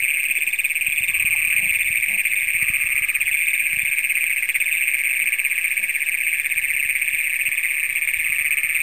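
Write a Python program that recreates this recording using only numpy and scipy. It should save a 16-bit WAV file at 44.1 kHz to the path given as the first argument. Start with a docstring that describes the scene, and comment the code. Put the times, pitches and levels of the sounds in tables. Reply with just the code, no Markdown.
"""Toads trilling by a flooded field at night

Four near males each repeat a short note of a few throat pulses, tone bursts weighted by the vocal sac, over a far
chorus. Pulsed resonances make a snoring toad, two deep toads and low grunts; small frogs tick and drips fall.
Light wind, as low filtered noise and hard buffets, strikes the microphone. A small camera keeps 8-bit samples
at a low rate and holds each one, which mirrors the trill in the treble."""
import sys
import numpy as np
from scipy import signal
from scipy.io import wavfile
from scipy.ndimage import map_coordinates

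SR = 44100
rng = np.random.default_rng(int(sys.argv[2]) if len(sys.argv) > 2 else 0)


def digitize_waveform(pressure):
    """Quantize a signal to 16-bit integers and store it at the path in sys.argv[1].

    Rows of a 2-D input are taken as channels; values are limited to [-1, 1].
    """
    field = np.atleast_2d(pressure).T
    bounded = np.clip(field, -1, 1)
    quanta = np.round(bounded * 32767).astype(np.int16)
    wavfile.write(sys.argv[1], SR, quanta)


N = 388962  # samples


def undb(db):
    """Decibel law: 20 dB is a factor of ten in amplitude."""
    return 10 ** (np.asarray(db) / 20)


def level(x, db):
    """Root-mean-square level: scale a signal to db."""
    return x * undb(db) / np.sqrt(np.mean(x ** 2))


def curve(table, column):
    """Linear interpolation: one column of a table at every sample."""
    rows = np.array(table)
    return np.interp(np.arange(N) / SR, rows[:, 0], rows[:, column])


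def band(x, lo_hz, hi_hz):
    """Resonant selection: keep the band between two frequencies."""
    return signal.sosfilt(signal.butter(2, [lo_hz, hi_hz], "bandpass", fs=SR, output="sos"), x)


def bursts(s, hz, db, ms, turns=None):
    """Damped oscillation: tones whose rounded envelopes peak at s, with decay constant ms and turns as phase there."""
    s, hz, db = np.broadcast_arrays(s, hz, db)
    tau = ms * SR / 1000
    k = np.arange(int(16 * tau))
    # the envelope reaches 1 after four decay constants
    shape = (k / (4 * tau)) ** 4 * np.exp(4 - k / tau)
    at = (s * SR - 4 * tau).astype(int)[:, None] + k
    turns = rng.random(len(s)) if turns is None else turns
    turn = turns[:, None] + hz[:, None] * (at / SR - s[:, None])
    wave = undb(db)[:, None] * shape * np.sin(2 * np.pi * turn)
    inside = (at >= 0) & (at < N)
    return np.bincount(at[inside], wave[inside], N)


def run_of_pulses(start, end, rate, first_hz, last_hz, db, ms):
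    """Pulse train with a glide: even bursts whose pitch climbs through the call."""
    s = np.arange(start, end, 1 / rate)
    return bursts(s, np.interp(s, [start, end], [first_hz, last_hz]), db, ms)


PULSE_SCATTER_DB, PULSE_JITTER_MS = 2, 0.25
PITCH_SCATTER = 0.012  # fraction of the pitch, drawn once a note


def trill(starts, db, note, pitch, ms):
    """Phase continuity: one tone runs on through the pulses of each note, drawn out when the beat is slow."""
    lag_ms, hz, rel_db = np.transpose(note)
    period = np.gradient(starts)
    chance = rng.standard_normal((len(starts), len(note), 3))
    stretched_ms = np.outer(period / np.median(period), lag_ms)
    s = starts[:, None] + (stretched_ms + PULSE_JITTER_MS * chance[..., 0]) / 1000
    f = pitch * hz * (1 + PITCH_SCATTER * chance[:, :1, 1])
    # phase advances at the mean pitch of neighbouring pulses
    mean_hz = (f + np.roll(f, 1, axis=1)) / 2
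    turns = chance[:, :1, 0] + np.cumsum(np.diff(s, prepend=s[:, :1]) * mean_hz, axis=1)
    size_db = db[:, None] + rel_db + PULSE_SCATTER_DB * chance[..., 2]
    return bursts(s.ravel(), f.ravel(), size_db.ravel(), ms, turns.ravel())


# Loudness of each near male. Each row: time in seconds, note level in dB before pulse and sac weighting.
HIGH_LEVEL = [(0, -13), (0.7, -11.5), (1.3, -10), (2.7, -15), (4.7, -12.5), (6.0, -16.5), (7.4, -14.5),
              (8.0, -17.5), (8.8, -14)]
JOINING_LEVEL = [(1.5, -14.5), (2.3, -10.5), (3.001, -10.5), (4.2, -10.5), (6.2, -10.5), (6.801, -9.5),
                 (7.6, -11.5), (8.8, -9)]
QUICK_LEVEL = [(0, -14), (0.7, -20.5), (1.3, -11), (2.001, -16), (2.7, -11.5), (3.4, -14.5), (5.601, -26),
               (7.0, -28), (8.8, -25.5)]
SLOW_LEVEL = [(0, -10.5), (0.7, -16.5), (1.5, -12.5), (2.2, -17), (4.4, -21), (5.1, -13), (5.8, -18.5),
              (7.3, -17.5), (8.8, -16)]
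# One note, pulse by pulse; the pitch sags as the sac empties.
# Each row: lag from the note centre in ms at the median beat, pitch in Hz before the singer's pitch factor,
# relative level in dB.
HIGH_NOTE = [(-15.5, 2700, -13.5), (-8, 2500, 0.5), (-2.5, 2520, 2), (4, 2450, 1.5), (9.5, 2350, -3.5),
             (13.5, 2280, -9), (20, 2250, -13.5)]
JOINING_NOTE = [(-18, 2200, -15), (-9, 2250, 0.5), (-2.5, 2330, 3), (4.5, 2230, 0), (10.5, 2080, -9),
                (19.5, 1980, -15)]
QUICK_NOTE = [(-15.5, 2350, -10), (-9, 2400, -3), (-3, 2420, 1.5), (1.5, 2430, 0.5), (7.5, 2330, -2),
              (14, 2280, -6)]
SLOW_NOTE = [(-12.5, 2600, -3), (-6, 2380, 3), (2, 2330, 1), (8, 2250, -2.5), (14.5, 2200, -8)]
# Tempo of each near male from his first note on. Each row: time in seconds, notes per second.
HIGH_TEMPO = [(-.018, 17.816), (1.355, 18.188), (2.01, 17.903), (6.751, 17.773), (7.466, 17.996),
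              (8.8, 17.83)]
JOINING_TEMPO = [(1.513, 13.57), (2.129, 13.082), (3.231, 15.751), (5.653, 15.55), (5.842, 16.147),
                 (7.725, 15.902), (7.933, 16.385), (8.8, 15.848)]
QUICK_TEMPO = [(-.029, 17.68), (1.749, 17.373), (2.378, 16.605), (3.303, 17.244), (5.089, 16.498),
               (6.977, 17.284), (8.8, 17.025)]
SLOW_TEMPO = [(-.004, 16.547), (1.87, 16.257), (1.943, 16.515), (6.331, 16.392), (8.8, 16.053)]
# The joining male pumps up his sac with one rising run.
# The row: start in seconds, end in seconds, pulses per second, first pitch in Hz, last pitch in Hz,
# level in dB before the sac.
SAC_PUMP = (1.525, 1.59, 139.5, 1780, 2150, -23)
PULSE_MS = 0.45  # decay constant


def near_males():
    """Phase accumulation: each male starts a note whenever his tempo has added up to one more beat."""
    males = (
        (HIGH_TEMPO, HIGH_LEVEL, HIGH_NOTE),
        (JOINING_TEMPO, JOINING_LEVEL, JOINING_NOTE),
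        (QUICK_TEMPO, QUICK_LEVEL, QUICK_NOTE),
        (SLOW_TEMPO, SLOW_LEVEL, SLOW_NOTE),
    )
    out = run_of_pulses(*SAC_PUMP, PULSE_MS)
    for tempo, loudness, note in males:
        t = tempo[0][0] + np.arange(N + SR) / SR
        beats = np.cumsum(np.interp(t, *np.transpose(tempo))) / SR
        starts = np.interp(np.arange(int(beats[-1])), beats, t)
        db = np.interp(starts, *np.transpose(loudness))
        out = out + trill(starts, db, note, pitch=0.99, ms=PULSE_MS)
    return out


FAR_DB, FAR_PULSE_MS = -33.5, 0.55  # level before the sac; decay constant
FAR_PITCH_SPREAD = 0.07  # largest fractional shift either way


def far_males(count=10):
    """Incoherent superposition: many males across the field, each with his own beat, size and distance."""
    out = 0
    for beat, size, near, first in rng.random((count, 4)):
        starts = np.arange(-first, 170) / (14.5 + 4.5 * beat)  # notes per second
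        pitch = 1 + FAR_PITCH_SPREAD * (2 * size - 1)
        out = out + trill(starts, np.full(len(starts), 6 * near), QUICK_NOTE, pitch, FAR_PULSE_MS)
    return level(out, FAR_DB)


SAC_HZ, SAC_DB = 2150, 3  # corner frequency; gain above it


def sac(x):
    """Radiation efficiency: the vocal sac radiates poorly below its corner, thinning each pulse's low flank."""
    return undb(SAC_DB) * signal.sosfilt(signal.butter(2, SAC_HZ, "highpass", fs=SR, output="sos"), x)


# Small frogs' combs of ticks. Each row: first tick in seconds, last tick in seconds, number of ticks,
# first gap in ms, level in dB toward which the ticks rise, before scatter.
TICK_COMBS = [(0.299, 0.659, 10, 27, -30.5), (0.888, 1.083, 6, 36, -27.5), (1.646, 1.975, 9, 31, -30),
              (2.205, 2.399, 6, 36, -30), (3.22, 3.551, 9, 36, -31), (3.748, 3.897, 5, 35, -34.5),
              (4.458, 4.779, 9, 33, -31.5), (5.05, 5.212, 5, 43, -35.5), (5.762, 6.047, 8, 34, -37.5),
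              (6.35, 6.543, 6, 33, -35), (6.957, 7.193, 7, 31, -36.5), (7.482, 7.673, 6, 38, -35.5),
              (7.95, 8.201, 8, 31, -38.5), (8.693, 8.811, 4, 40, -35.5)]
COMB_HZ, COMB_START_DB, COMB_SCATTER_DB = (3250, 3620), -5.5, 2.5
TICK_MS = 0.7  # decay constant
CLOSING_MS, CLOSING_HZ, CLOSING_DB = 32, 3450, -5.5  # one weak tick ends each comb


def small_frogs():
    """Rhythmic modulation: gaps drift, mostly wider, and level off while pitch and mean strength climb."""
    out = 0
    for first, last, ticks, gap_ms, db in TICK_COMBS:
        along = np.linspace(0, 1, round(ticks))
        widen = np.sin(np.linspace(0, 0.6 * np.pi, len(along) - 1)) ** 2
        # share the time left over by even gaps so that the comb ends on its last tick
        spare = last - first - len(widen) * gap_ms / 1000
        gaps = gap_ms / 1000 + widen * spare / widen.sum()
        rise = np.sin(0.47 * np.pi * along)
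        size_db = db + COMB_START_DB * (1 - rise) + COMB_SCATTER_DB * rng.standard_normal(len(along))
        s = first + np.r_[0, np.cumsum(gaps)]
        out = out + bursts(s, np.interp(rise, [0, 1], COMB_HZ), size_db, TICK_MS)
        out = out + bursts([last + CLOSING_MS / 1000], CLOSING_HZ, db + CLOSING_DB, TICK_MS)
    return out


# Snoring calls. Each row: start in seconds, end in seconds, pulses per second, first pitch in Hz,
# last pitch in Hz, pulse level in dB.
SNORE_CALLS = [(1.101, 1.574, 58, 1120, 1210, -45.5), (2.599, 3.215, 54, 1224, 1268, -42.5),
               (5.255, 5.75, 56, 1180, 1250, -52), (7.498, 8.082, 51, 1138, 1217, -50.5),
               (8.253, 8.804, 61, 1205, 1307, -45.5)]


def snoring_toad():
    """Pulsed resonance: bursts too quick to count merge into a rough, rising snore."""
    return sum(run_of_pulses(*call, ms=0.9) for call in SNORE_CALLS)


# Two deeper-voiced toads far off. 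Each row: time in seconds, lower toad's level in dB, upper toad's level in dB.
DEEP_LEVELS = [(0.0, -48.5, -51.5), (0.44, -50, -49), (0.68, -51, -54.5), (1.87, -51.5, -48),
               (3.91, -45, -49.5), (4.54, -47, -48), (4.84, -45, -45), (6.04, -47, -45), (6.41, -46, -41),
               (7.2, -53.5, -41), (8.47, -54.5, -40), (8.82, -53.5, -40.5)]
DEEP_HZ, DEEP_RATES = (1692, 1810), (55, 51.5)  # resonances; pulses per second


def deep_toads():
    """Impulse excitation: each toad strikes his resonance afresh at a nearly even pace, a long nasal call."""
    out = 0
    for toad, (hz, rate) in enumerate(zip(DEEP_HZ, DEEP_RATES)):
        chance = rng.standard_normal((600, 2))
        s = np.cumsum(1 + 0.012 * chance[:, 0]) / rate
        heard = s < N / SR
        pulses = np.bincount((s[heard] * SR).astype(int), undb(2.2 * chance[heard, 1]), N)
        calls = band(band(pulses, hz - 90, hz + 90), hz - 90, hz + 90)
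        out = out + level(calls, 0) * undb(curve(DEEP_LEVELS, 1 + toad))
    return out


# Low grunts close by. Each row: start in seconds, end in seconds, pulses per second,
# level of the low resonance in dB before its swell and scatter, upper resonance in Hz,
# upper level relative to the low one in dB.
GRUNT_CALLS = [(1.606, 1.682, 100, -44.5, 700, 2), (2.083, 2.173, 83, -42.5, 705, 4),
               (5.201, 5.269, 85, -50.5, 480, 5.5), (5.798, 5.871, 68, -50.5, 590, 4)]


def grunts():
    """Coupled excitation: a few slow, uneven pulses ring a low resonance and a broader upper one."""
    out = 0
    for start, end, rate, db, upper_hz, upper_db in GRUNT_CALLS:
        s = np.arange(start, end, 1 / rate)
        swell_db = 4 * np.log10(np.hanning(len(s) + 2)[1:-1])
        size_db = db + swell_db + 2.2 * rng.standard_normal(len(s))
        out = out + bursts(s, 200, size_db, ms=1.9)
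        out = out + bursts(s, upper_hz, size_db + upper_db, ms=0.44)
    return out


# Drips into the water. Each row: time in seconds, peak level in dB, pitch in Hz.
WATER_DRIPS = [(0.3, -41.5, 258), (0.388, -41.5, 384), (0.474, -38.5, 315), (1.353, -36.5, 847)]


def drips():
    """Damped resonance: each drip into the water is one short low tone."""
    s, db, hz = np.transpose(WATER_DRIPS)
    return bursts(s, hz, db, ms=0.92)


FAR_FROGS_DB, FAR_FROGS_HZ = -50, (2905, 4083)


def far_frogs(count=2500):
    """Random superposition: ticks of many distant small frogs merge into a haze, thinner toward the top."""
    when, high, size = rng.random((count, 3)).T
    lo_hz, hi_hz = FAR_FROGS_HZ
    ticks = bursts(when * N / SR, lo_hz + (hi_hz - lo_hz) * high, 6 * size - 9 * high, ms=0.6)
    return level(ticks, FAR_FROGS_DB)


FIELD_DB, FIELD_T60_S = -13, 0.08  # tail energy against the direct sound; time to fall 60 dB


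def field(x):
    """Diffuse scattering: plants and water trail every call with a short decaying tail."""
    t = np.arange(int(0.4 * SR)) / SR
    tail = rng.standard_normal(len(t)) * 10 ** (-3 * t / FIELD_T60_S)
    return x + undb(FIELD_DB) * signal.fftconvolve(x, tail / np.linalg.norm(tail))[:N]


# Strength of the breeze at the microphone. Each row: time in seconds, level in dB.
BREEZE = [(0, -57.5), (0.39, -60.5), (0.83, -60.5), (1.1, -47), (2.0, -49.5), (2.25, -59), (2.48, -55),
          (2.65, -51.5), (3.3, -53), (3.5, -62.5), (3.8, -53), (4.0, -62), (5.8, -63.5), (6.9, -54.5),
          (7.84, -62), (8.25, -50.5), (8.55, -57), (8.82, -55.5)]
# Single hard buffets. Each row: time in seconds, peak level in dB.
BUFFETS = [(0.024, -40.5), (0.885, -34), (1.008, -34), (1.096, -37), (1.248, -27.5), (1.333, -38.5),
           (1.474, -42), (1.554, -36), (1.59, -36), (1.711, -36), (1.905, -31.5), (2.551, -35),
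           (2.628, -24), (2.702, -25.5), (2.786, -44.5), (3.012, -47), (3.223, -39.5), (3.735, -33),
           (3.773, -33), (3.835, -32.5), (6.857, -39.5), (7.14, -39.5), (7.486, -35.5), (8.3, -37),
           (8.644, -37.5)]
BUFFET_HZ, BUFFET_MS = 109, 0.94  # pitch; decay constant


def wind():
    """Turbulence: eddies thump the microphone port, dull puffs of uneven size over a rumble, and hard buffets."""
    struck = rng.random(N) < 60 / SR  # about 60 puffs a second
    puffs = struck * rng.standard_normal(N) * undb(3 * rng.exponential(size=N))
    air = level(puffs, 1.5) + rng.standard_normal(N)
    breeze = level(band(air, 22, 105), 0) * undb(curve(BREEZE, 1))
    s, db = np.transpose(BUFFETS)
    return breeze + bursts(s, BUFFET_HZ, db, BUFFET_MS)


def hiss():
    """White noise: equal power at every frequency, a steady hiss."""
    return level(rng.standard_normal(N), -51)


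def scene():
    """Linear superposition: calls cross the field, while near sounds, wind and hiss arrive without its tail."""
    trills = sac(near_males() + far_males())
    calls = trills + small_frogs() + snoring_toad() + deep_toads() + far_frogs()
    close = grunts() + drips() + wind()
    return (field(calls) + close + hiss())[None]


OVERLOAD = 0.32  # level at which the preamplifier runs out of swing
CAMERA_RATE, STEPS = 11024, 128  # samples per second; steps per unit of amplitude
SLIP = 419  # offset of the sampling grid, in output samples
TOP_HZ = 15700  # upper band limit


def record(dry):
    """Saturation and aliasing images: flatten peaks, band-limit, round down to 8 bits and hold each sample."""
    squeezed = dry[0] / (1 + (dry[0] / OVERLOAD) ** 4) ** 0.25
    smooth = signal.sosfilt(signal.butter(8, 5300, fs=SR, output="sos"), squeezed)
    # the rates do not divide evenly, so a few holds a second last one step longer
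    slot = (np.arange(N) + SLIP) * CAMERA_RATE // SR
    held = map_coordinates(smooth, [slot * SR / CAMERA_RATE - SLIP], order=3, mode="nearest")
    stepped = np.floor(held * STEPS) / STEPS
    return signal.sosfilt(signal.ellip(10, 0.2, 90, TOP_HZ, fs=SR, output="sos"), stepped)[None]


dry = scene()
out = record(dry)
digitize_waveform(out)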